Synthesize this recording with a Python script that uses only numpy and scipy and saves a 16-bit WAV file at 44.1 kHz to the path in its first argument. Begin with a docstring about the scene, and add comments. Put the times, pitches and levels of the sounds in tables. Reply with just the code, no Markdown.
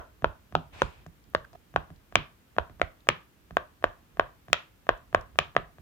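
"""A cloth-covered table in a quiet room, a phone's two microphones close to a silicone bubble toy.
A fingertip taps a dome, which loads up and snaps through with a short pop; the table thuds and the
room answers. Between pops the skin unsticks with tiny ticks and squeaks, and once a hand slides over
the toy. Underneath lie room air, microphone hiss and the low rumble of hands shifting on the table."""
import sys
import numpy as np
from scipy import signal
from scipy.fft import rfft, irfft, next_fast_len
from scipy.io import wavfile
from scipy.ndimage import uniform_filter1d

SR = 44100
rng = np.random.default_rng(int(sys.argv[2]) if len(sys.argv) > 2 else 0)


def int16_out(signal):
    """Quantize to a 16-bit WAV file."""
    q = np.round(np.clip(np.atleast_2d(signal).T, -1, 1) * 32767)
    wavfile.write(sys.argv[1], SR, q.astype(np.int16))


N = 256485
SPAN, LEAD, TAIL = 2 ** 14, 512, 15000  # samples: one contact, its lead-in, the room's tail
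TIME = np.arange(N) / SR
FREQ = np.fft.rfftfreq(SPAN, 1 / SR)  # Hz axis of one contact's spectrum


def amp(db):
    """Decibels to gain."""
    return 10 ** (np.asarray(db) / 20)


def unit(x):
    """Scaled to rms 1."""
    return x / np.sqrt(np.mean(x ** 2) + 1e-20)


def peaked(spectrum):
    """Scaled so that its waveform peaks at 1."""
    return spectrum / np.abs(irfft(spectrum)).max()


def delay(seconds):
    """Spectrum of a delay."""
    return np.exp(-2j * np.pi * FREQ * seconds)


def along(points, hz):
    """(Hz, value) points read on a log axis."""
    f, v = np.transpose(points)
    return np.interp(np.log(hz + 1), np.log(f + 1), v)


def level(rows):
    """Gain per sample from (s, dB) rows."""
    s, db = np.transpose(rows)
    return amp(np.interp(TIME, s, db, left=-120, right=-120))


def sides(db):
    """Left and right gains for a level difference."""
    return amp(np.vstack([db / 2, -db / 2]))


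def filtered(x, response):
    """x through a complex frequency response."""
    size = next_fast_len(N + SR // 2)
    return irfft(rfft(x, size) * response(np.fft.rfftfreq(size, 1 / SR)), size)[..., :N]


def resonances(modes, f):
    """Causal sum of (centre, width, dB) resonances; valleys form between neighbours."""
    return sum(amp(db) * 1j * f * w / (c * c - f * f + 1j * f * w) for c, w, db in modes)


def rush(spectrum, likeness, patchy_db):
    """Stereo noise of rms 1 with patches of random gain in time and frequency."""
    bins = signal.stft(rng.standard_normal((2, N)), nperseg=512)[2]
    patches = uniform_filter1d(rng.standard_normal(bins.shape[1:]), size=6, axis=0)
    patches = unit(uniform_filter1d(patches, size=10, axis=1))
    pair = signal.istft(bins * amp(patchy_db * patches), nperseg=512)[1][:, :N]

    def mid_side(hz):
        angle = np.arccos(np.clip(along(likeness, hz), -1, 1)) / 2
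        return amp(along(spectrum, hz)) * [np.cos(angle), np.sin(angle)]
    mid, side = filtered(pair, mid_side)
    return unit(np.array([mid + side, mid - side]))


# The still room with the microphones' hiss. Each row: frequency in Hz, relative level in dB.
AIR_SPECTRUM = [(24, -40.5), (40, -6), (49, 1.5), (97, -3), (206, -7), (308, -8), (367, -10.5), (473, -13),
                (656, -16), (1290, -17), (2900, -21.5), (4920, -27), (10500, -30.5), (14900, -25),
                (16500, -42.5)]
# How alike the two microphones hear it. Each row: frequency in Hz, likeness from 0 to 1.
AIR_LIKENESS = [(60, 0.3), (200, 1), (600, 0.016), (15000, 0.0079)]
# Hands shifting on the table. Each row: time in seconds, level in dB.
RUMBLE_LEVELS = [(0.0, -62), (0.58, -62), (0.74, -53), (0.89, -60), (1.35, -59.5), (1.57, -61), (2.62, -65),
                 (2.76, -58.5), (3.33, -68.5), (4.33, -63), (4.9, -66), (5.04, -61.5), (5.46, -53),
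                 (5.8, -64.5)]


def background():
    """Steady air and hiss; the table carries the hands' rumble, louder on the right."""
    air = amp(-62) * rush(AIR_SPECTRUM, AIR_LIKENESS, patchy_db=0)
    bass = [(20, -41), (32, -14.5), (50, 1.5), (130, -9.5), (300, -21.5), (600, -47.5), (1200, -93.5)]
    rumble = rush(bass, likeness=[(50, .63)], patchy_db=2.5)
    return air + level(RUMBLE_LEVELS) * rumble * sides(-3.5)


# One stroke of the hand, close up. Each row: time in seconds, level in dB.
SLIDE_LEVELS = [(.71, -81), (.735, -52), (.78, -49), (.83, -44.5), (.9, -56), (1.05, -67.5)]
# Skin rubbing on silicone. Each row: frequency in Hz, relative level in dB.
RUB_SPECTRUM = [(120, -24.5), (300, -7), (700, -1), (1500, -6.5), (2500, -2.5), (4000, -12.5), (6000, -21),
                (9000, -25.5), (13000, -48), (20000, -83)]


def hand_slide():
    """A hand brushes across the silicone."""
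    return level(SLIDE_LEVELS) * rush(RUB_SPECTRUM, likeness=[(300, .4), (1500, .05)], patchy_db=1)


# Ticks close to the phone. Each row: start in seconds, peak level in dB, pitch in Hz.
SKIN_TICKS = [(1.065, -48, 5830), (1.241, -55, 5000), (1.300, -53, 13600), (1.531, -50, 4700),
              (1.961, -52, 3850), (3.005, -54.5, 3840), (4.976, -57, 6540), (5.211, -46.5, 5400)]


def ticks(t60_s=.014, relative_width=.54):
    """Skin unsticks from silicone in tiny bright bursts of noise around a pitch."""
    out = np.zeros((2, N))
    for start, db, hz in SKIN_TICKS:
        decay = (TIME >= start) * amp(-60 * np.abs(TIME - start) / t60_s)
        noise = decay * rng.standard_normal((2, N))
        burst = filtered(noise, lambda f: resonances([(hz, relative_width * hz, 0)], f) ** 2)
        out += amp(db) * burst / np.abs(burst).max()
    return out


# Squeaks, a little to the right. 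Each row: centre in seconds, level in dB, pitch in Hz,
# length in seconds.
SKIN_SQUEAKS = [(1.449, -44, 1578, 0.0077), (1.538, -50.5, 703, 0.014), (1.555, -45, 691, .014)]


def squeaks():
    """Skin peels off silicone in short soft notes, roughened as it slips."""
    roughness = 1 + .8 * unit(uniform_filter1d(rng.standard_normal((2, N)), size=60))
    notes = sum(amp(db) * np.exp(-(2.7 * (TIME - s) / length) ** 2) * np.sin(2 * np.pi * hz * TIME)
                for s, db, hz, length in SKIN_SQUEAKS)
    return notes * roughness * sides(-1.5)


# The room heard from the table. Each row: frequency in Hz, seconds to fade by 60 dB.
ROOM_DECAY = [(100, 0.17), (420, 0.26), (1100, 0.32), (2900, 0.25), (7700, 0.32), (15000, .15)]
# The colour of its echo. Each row: frequency in Hz, relative level in dB.
ROOM_COLOUR = [(100, 3.5), (500, -2), (1100, -2), (2000, -3.3), (3200, -0.5), (4500, -3.5), (7000, 1.5),
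               (12000, -27.5)]


def room(build_s=.002, reflection_s=.0125, shared_hz=350):
    """Spectrum of a fresh reverberant tail; below shared_hz both microphones hear much the same."""
    hz, t, bins = signal.stft(rng.standard_normal((2, TAIL)), SR, nperseg=128)
    fade = amp(along(ROOM_COLOUR, hz)[:, None] - 60 * t / along(ROOM_DECAY, hz)[:, None])
    tail = signal.istft(bins * fade, SR, nperseg=128)[1][:, :TAIL]
    t = np.arange(TAIL) / SR
    onset = np.clip(t / build_s, 0, 1) ** 1.4
    reflection = 2.3 * np.exp(-((t - reflection_s) / .00061) ** 2)
    tail = tail * (onset + reflection) * np.sqrt(1 - (t / t[-1]) ** 2)
    left, right = rfft(tail / np.linalg.norm(tail[0]), SPAN)
    shared = .85 / (1 + (FREQ / shared_hz) ** 2)
    return np.array([left, shared * left + np.sqrt(1 - shared ** 2) * right])


# The table's modes in two groups, boom and knock. Each row: pitch in Hz, width in Hz, gain in dB.
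TABLE_MODES = [
    [(48, 27, -2), (71.4, 120, -2), (99, 60, -5)],
    [(157.2, 29, -1), (250, 220, -10)],
]
# The thud at the microphones. Each row: frequency in Hz, left over right in dB.
THUD_BALANCE = [(45, -11), (75, -10), (125, -3), (220, -1)]


def table_thud(force, boom_db, knock_db):
    """The table takes the blow a little later; its slow boom swells behind the knock."""
    boom, knock = [peaked(force * resonances(modes, FREQ * amp(rng.normal(0, .26))))  # slightly detuned
                   for modes in TABLE_MODES]
    swell = lambda seconds: 1 / (1 + 2j * np.pi * FREQ * seconds) ** 2
    boom = amp(boom_db) * peaked(boom * swell(.0042)) * delay(.0095)
    knock = amp(knock_db) * peaked(knock * swell(.00076)) * delay(.0033)
    low_cut = (1j * FREQ / (40 + 1j * FREQ)) ** 3
    return (boom + knock) * low_cut * sides(along(THUD_BALANCE, FREQ))


# The phone's body shades its microphones. 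Each row: frequency in Hz, left over right in dB.
PHONE_SHADING = [(300, -.5), (700, -2.5), (1300, 3), (2400, 3.5), (4400, 0), (9000, 12), (14000, 12)]
# Sound reaches the left microphone first. Each row: frequency in Hz, phase lead in radians.
LEFT_PHASE_LEAD = [(100, 0), (520, .3), (1210, 1.6), (2240, 1.4), (3270, 1.8), (4250, 2.2), (5300, 4.2),
                   (7320, 7), (16600, 32.8)]


def close_path(sound):
    """From toy to microphones; things on the table scatter four weak copies on the way."""
    turn = np.exp(.5j * along(LEFT_PHASE_LEAD, FREQ))
    direct = sound * sides(along(PHONE_SHADING, FREQ)) * [turn, 1 / turn]
    delays_s = rng.uniform(.002, .006, size=(4, 2, 1))
    gains = rng.normal(0, .05, size=(4, 2, 1))
    return direct * (1 + np.sum(gains * delay(delays_s), axis=0))


# The slap's bands in two groups, crack and tick. Each row: centre and width as multiples of the
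# group's pitch, weight in dB.
SLAP_BANDS = [
    [(.81, 0.25, -1), (1, 0.5, 8), (1.46, 0.42, -12.5)],
    [(1, 0.51, -4.5), (1.385, 0.084, -1.5)],
]


def slap(drive, levels_db, crack_hz, tick_hz=10600):
    """The toy's skin slaps the table: a crack with a higher tick."""
    return sum(amp(db) * peaked(drive * resonances(modes, FREQ / hz) ** 2)
               for db, modes, hz in zip(levels_db, SLAP_BANDS, (crack_hz, tick_hz)))


# A dome's modes in four groups: cavity, wall, rim, edge. Each row: centre and width as multiples of
# the group's pitch, gain in dB.
DOME_MODES = [
    [(.62, .4, -23.5), (1.01, .22, 4.5)],
    [(1.01, .2, 2.5), (1.42, .3, 3)],
    [(1.01, .2, .5)],
    [(1.01, .16, 7), (1.15, .14, -1.5)],
]


def dome_ring(force, levels_db, pitches_hz, edge_over_rim=1.233):
    """The force rings the dome's cavity, wall, rim and edge."""
    pitches_hz = (*pitches_hz, edge_over_rim * pitches_hz[-1])
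    cutoffs = (1.1, 2.83, 2.8, 1.6)  # soft rubber passes little above these multiples of each pitch
    ring = 0
    for modes, db, hz, cutoff in zip(DOME_MODES, levels_db, pitches_hz, cutoffs):
        response = resonances(modes, FREQ / hz) * np.exp(-(FREQ / hz / cutoff) ** 4)
        ring += amp(db) * peaked(force * response)
    low_cut = 1j * FREQ / (260 + 1j * FREQ)  # so small a source radiates little bass
    hand_echo = 1 + .047 * delay(.0016)  # off the hand above the toy
    return ring * low_cut * hand_echo


def contact(start, dome_db, slap_db, boom_db, knock_db, pitches_hz, crack_hz, load_s, sign, room_db):
    """One contact: force builds over load_s and lets go, ringing dome, table and room."""
    release = delay(LEAD / SR + .0027)
    force = sign * release / (1 - 2j * np.pi * FREQ * load_s)
    dome = dome_ring(force, dome_db, pitches_hz)
    # close by the slap is a grainy spray; the room's walls hear its average colour
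    spray = rfft(rng.standard_normal(600) * amp(-60 * np.arange(600) / SR / .0076), SPAN)
    near = close_path(dome + slap(release * spray, slap_db, crack_hz))
    slap_colour = amp(-1.5) * np.abs(slap(release, slap_db, crack_hz))
    far = np.hypot(np.abs(dome), slap_colour) * np.exp(1j * np.angle(dome))
    thud = table_thud(force, boom_db, knock_db)
    reverb = (amp(room_db) * far + amp(-2.5) * thud) * room()
    padded = np.zeros((2, N + 3 * SPAN))
    first = SPAN + round(start * SR) - LEAD
    padded[:, first:first + SPAN] = irfft(near + thud + reverb)
    return padded[:, SPAN:SPAN + N]


# Fingertips landing on or leaving the toy, close to the phone. Each row: start in seconds,
# dome wall level in dB, table boom in dB.
FINGER_TAPS = [(.220, -34, -33.5), (0.522, -36.5, -39), (1.061, -36, -40), (1.334, -43, -58),
               (1.529, -44.5, -55), (1.738, -38, -42.5), (1.901, -41, -42), (2.122, -35.5, -48.5),
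               (2.563, -32.5, -37.5), (2.695, -41, -44), (2.795, -33.5, -41), (3.069, -31, -46),
               (3.506, -34.5, -38.5), (3.535, -69, -54.5), (3.823, -33, -48.5), (4.169, -34.5, -45),
               (4.481, -36.5, -44), (4.498, -42.5, -39), (4.866, -34.5, -56), (5.126, -33, -39),
               (5.355, -40, -57), (5.549, -33, -41.5), (5.782, -40.5, -47.5)]


def taps():
    """A fingertip's tap is much quieter than a pop and pushes inward."""
    out = np.zeros((2, N))
    for start, wall_db, boom_db in FINGER_TAPS:
        dome_db = wall_db + np.array([-6, 0, -14.5, -17.5])  # cavity, wall, rim, edge
        slap_db = wall_db + np.array([-22, -39])  # crack, tick
        out += contact(start, dome_db, slap_db, boom_db, boom_db - 2, pitches_hz=(734, 1170, 2500),
                       crack_hz=5500, load_s=.00024, sign=-1, room_db=-15.5)
    return out


# Domes popping close to the phone; the first is heard only as its tail. 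Each row: start in seconds,
# wall level in dB, snap (rim over wall) and crack over wall in dB, table boom and knock in dB,
# then the pitches of cavity, wall, rim and crack in Hz.
DOME_POPS = [(-.045, -3.5, -18.5, -22, -33, -52, 680, 1010, 2520, 5640),
             (0.242, -4, -14.5, -40, -30.5, -37.5, 654, 975, 2510, 5300),
             (0.55, -5.5, -10, -27, -38.5, -26, 786, 915, 2730, 4980),
             (0.817, -4, -12.5, -23, -26.5, -29, 550, 1010, 2650, 6470),
             (1.347, -5.5, -13.5, -22.5, -34.5, -40, 630, 1156, 2810, 4470),
             (1.759, -5, -13.5, -30, -30, -33, 774, 1057, 2520, 5330),
             (2.1534, -2.5, 1.5, -25, -33.5, -26, 728, 1180, 2367, 5870),
             (2.582, -5, -14.5, -37, -31, -43, 712, 1023, 2580, 5840),
             (2.8135, -4.5, -19, -24.5, -32, -39.5, 696, 1445, 2707, 4400),
             (3.0863, -1.5, -0.5, -21.5, -44, -27.5, 590, 1230, 2303, 5200),
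             (3.567, -4.5, -14.5, -30, -41.5, -43.5, 721, 1108, 2485, 4670),
             (3.839, -3.5, -15, -28, -29.5, -41.5, 682, 1113, 2480, 5400),
             (4.194, -2.5, -14.5, -44, -35, -37, 712, 1110, 2450, 5900),
             (4.528, -3, 1, -14, -45, -46.5, 686, 1397, 2535, 5576),
             (4.889, -1.5, -13.5, -54.5, -31.5, -43.5, 700, 1115, 2530, 6070),
             (5.145, -1, -15, -33.5, -24.5, -37, 692, 1110, 2370, 6000),
             (5.386, -3, -1, -18.5, -39.5, -37.5, 730, 1220, 2470, 6010),
             (5.563, -2.5, -15, -41.5, -41.5, -33, 710, 1230, 2590, 6300)]


def pops():
    """A dome loads up and snaps through; a sharper snap lifts rim and edge and thins the cavity."""
    out = np.zeros((2, N))
    for start, wall_db, snap, crack, boom_db, knock_db, *pitches_hz, crack_hz in DOME_POPS:
        dome_db = wall_db + np.array([-13 - .31 * snap, 0, snap, -3 + 1.05 * snap])
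        slap_db = wall_db + np.array([crack, -13 + 1.35 * crack])
        out += contact(start, dome_db, slap_db, boom_db, knock_db, pitches_hz, crack_hz,
                       load_s=.00016, sign=1, room_db=-17.5)
    return out


def scene():
    """Everything at the two microphones."""
    return pops() + taps() + squeaks() + ticks() + hand_slide() + background()


def record(dry):
    """The phone rounds off the loudest peaks, fades deep bass and keeps nothing above top_hz."""
    low_hz, top_hz = 24.4, 16900
    rounded = dry / (1 + np.abs(dry / .995) ** 8) ** (1 / 8)
    return filtered(rounded, lambda hz: (hz < top_hz) * (1j * hz / (low_hz + 1j * hz)) ** 2)


dry = scene()
out = record(dry)
int16_out(out)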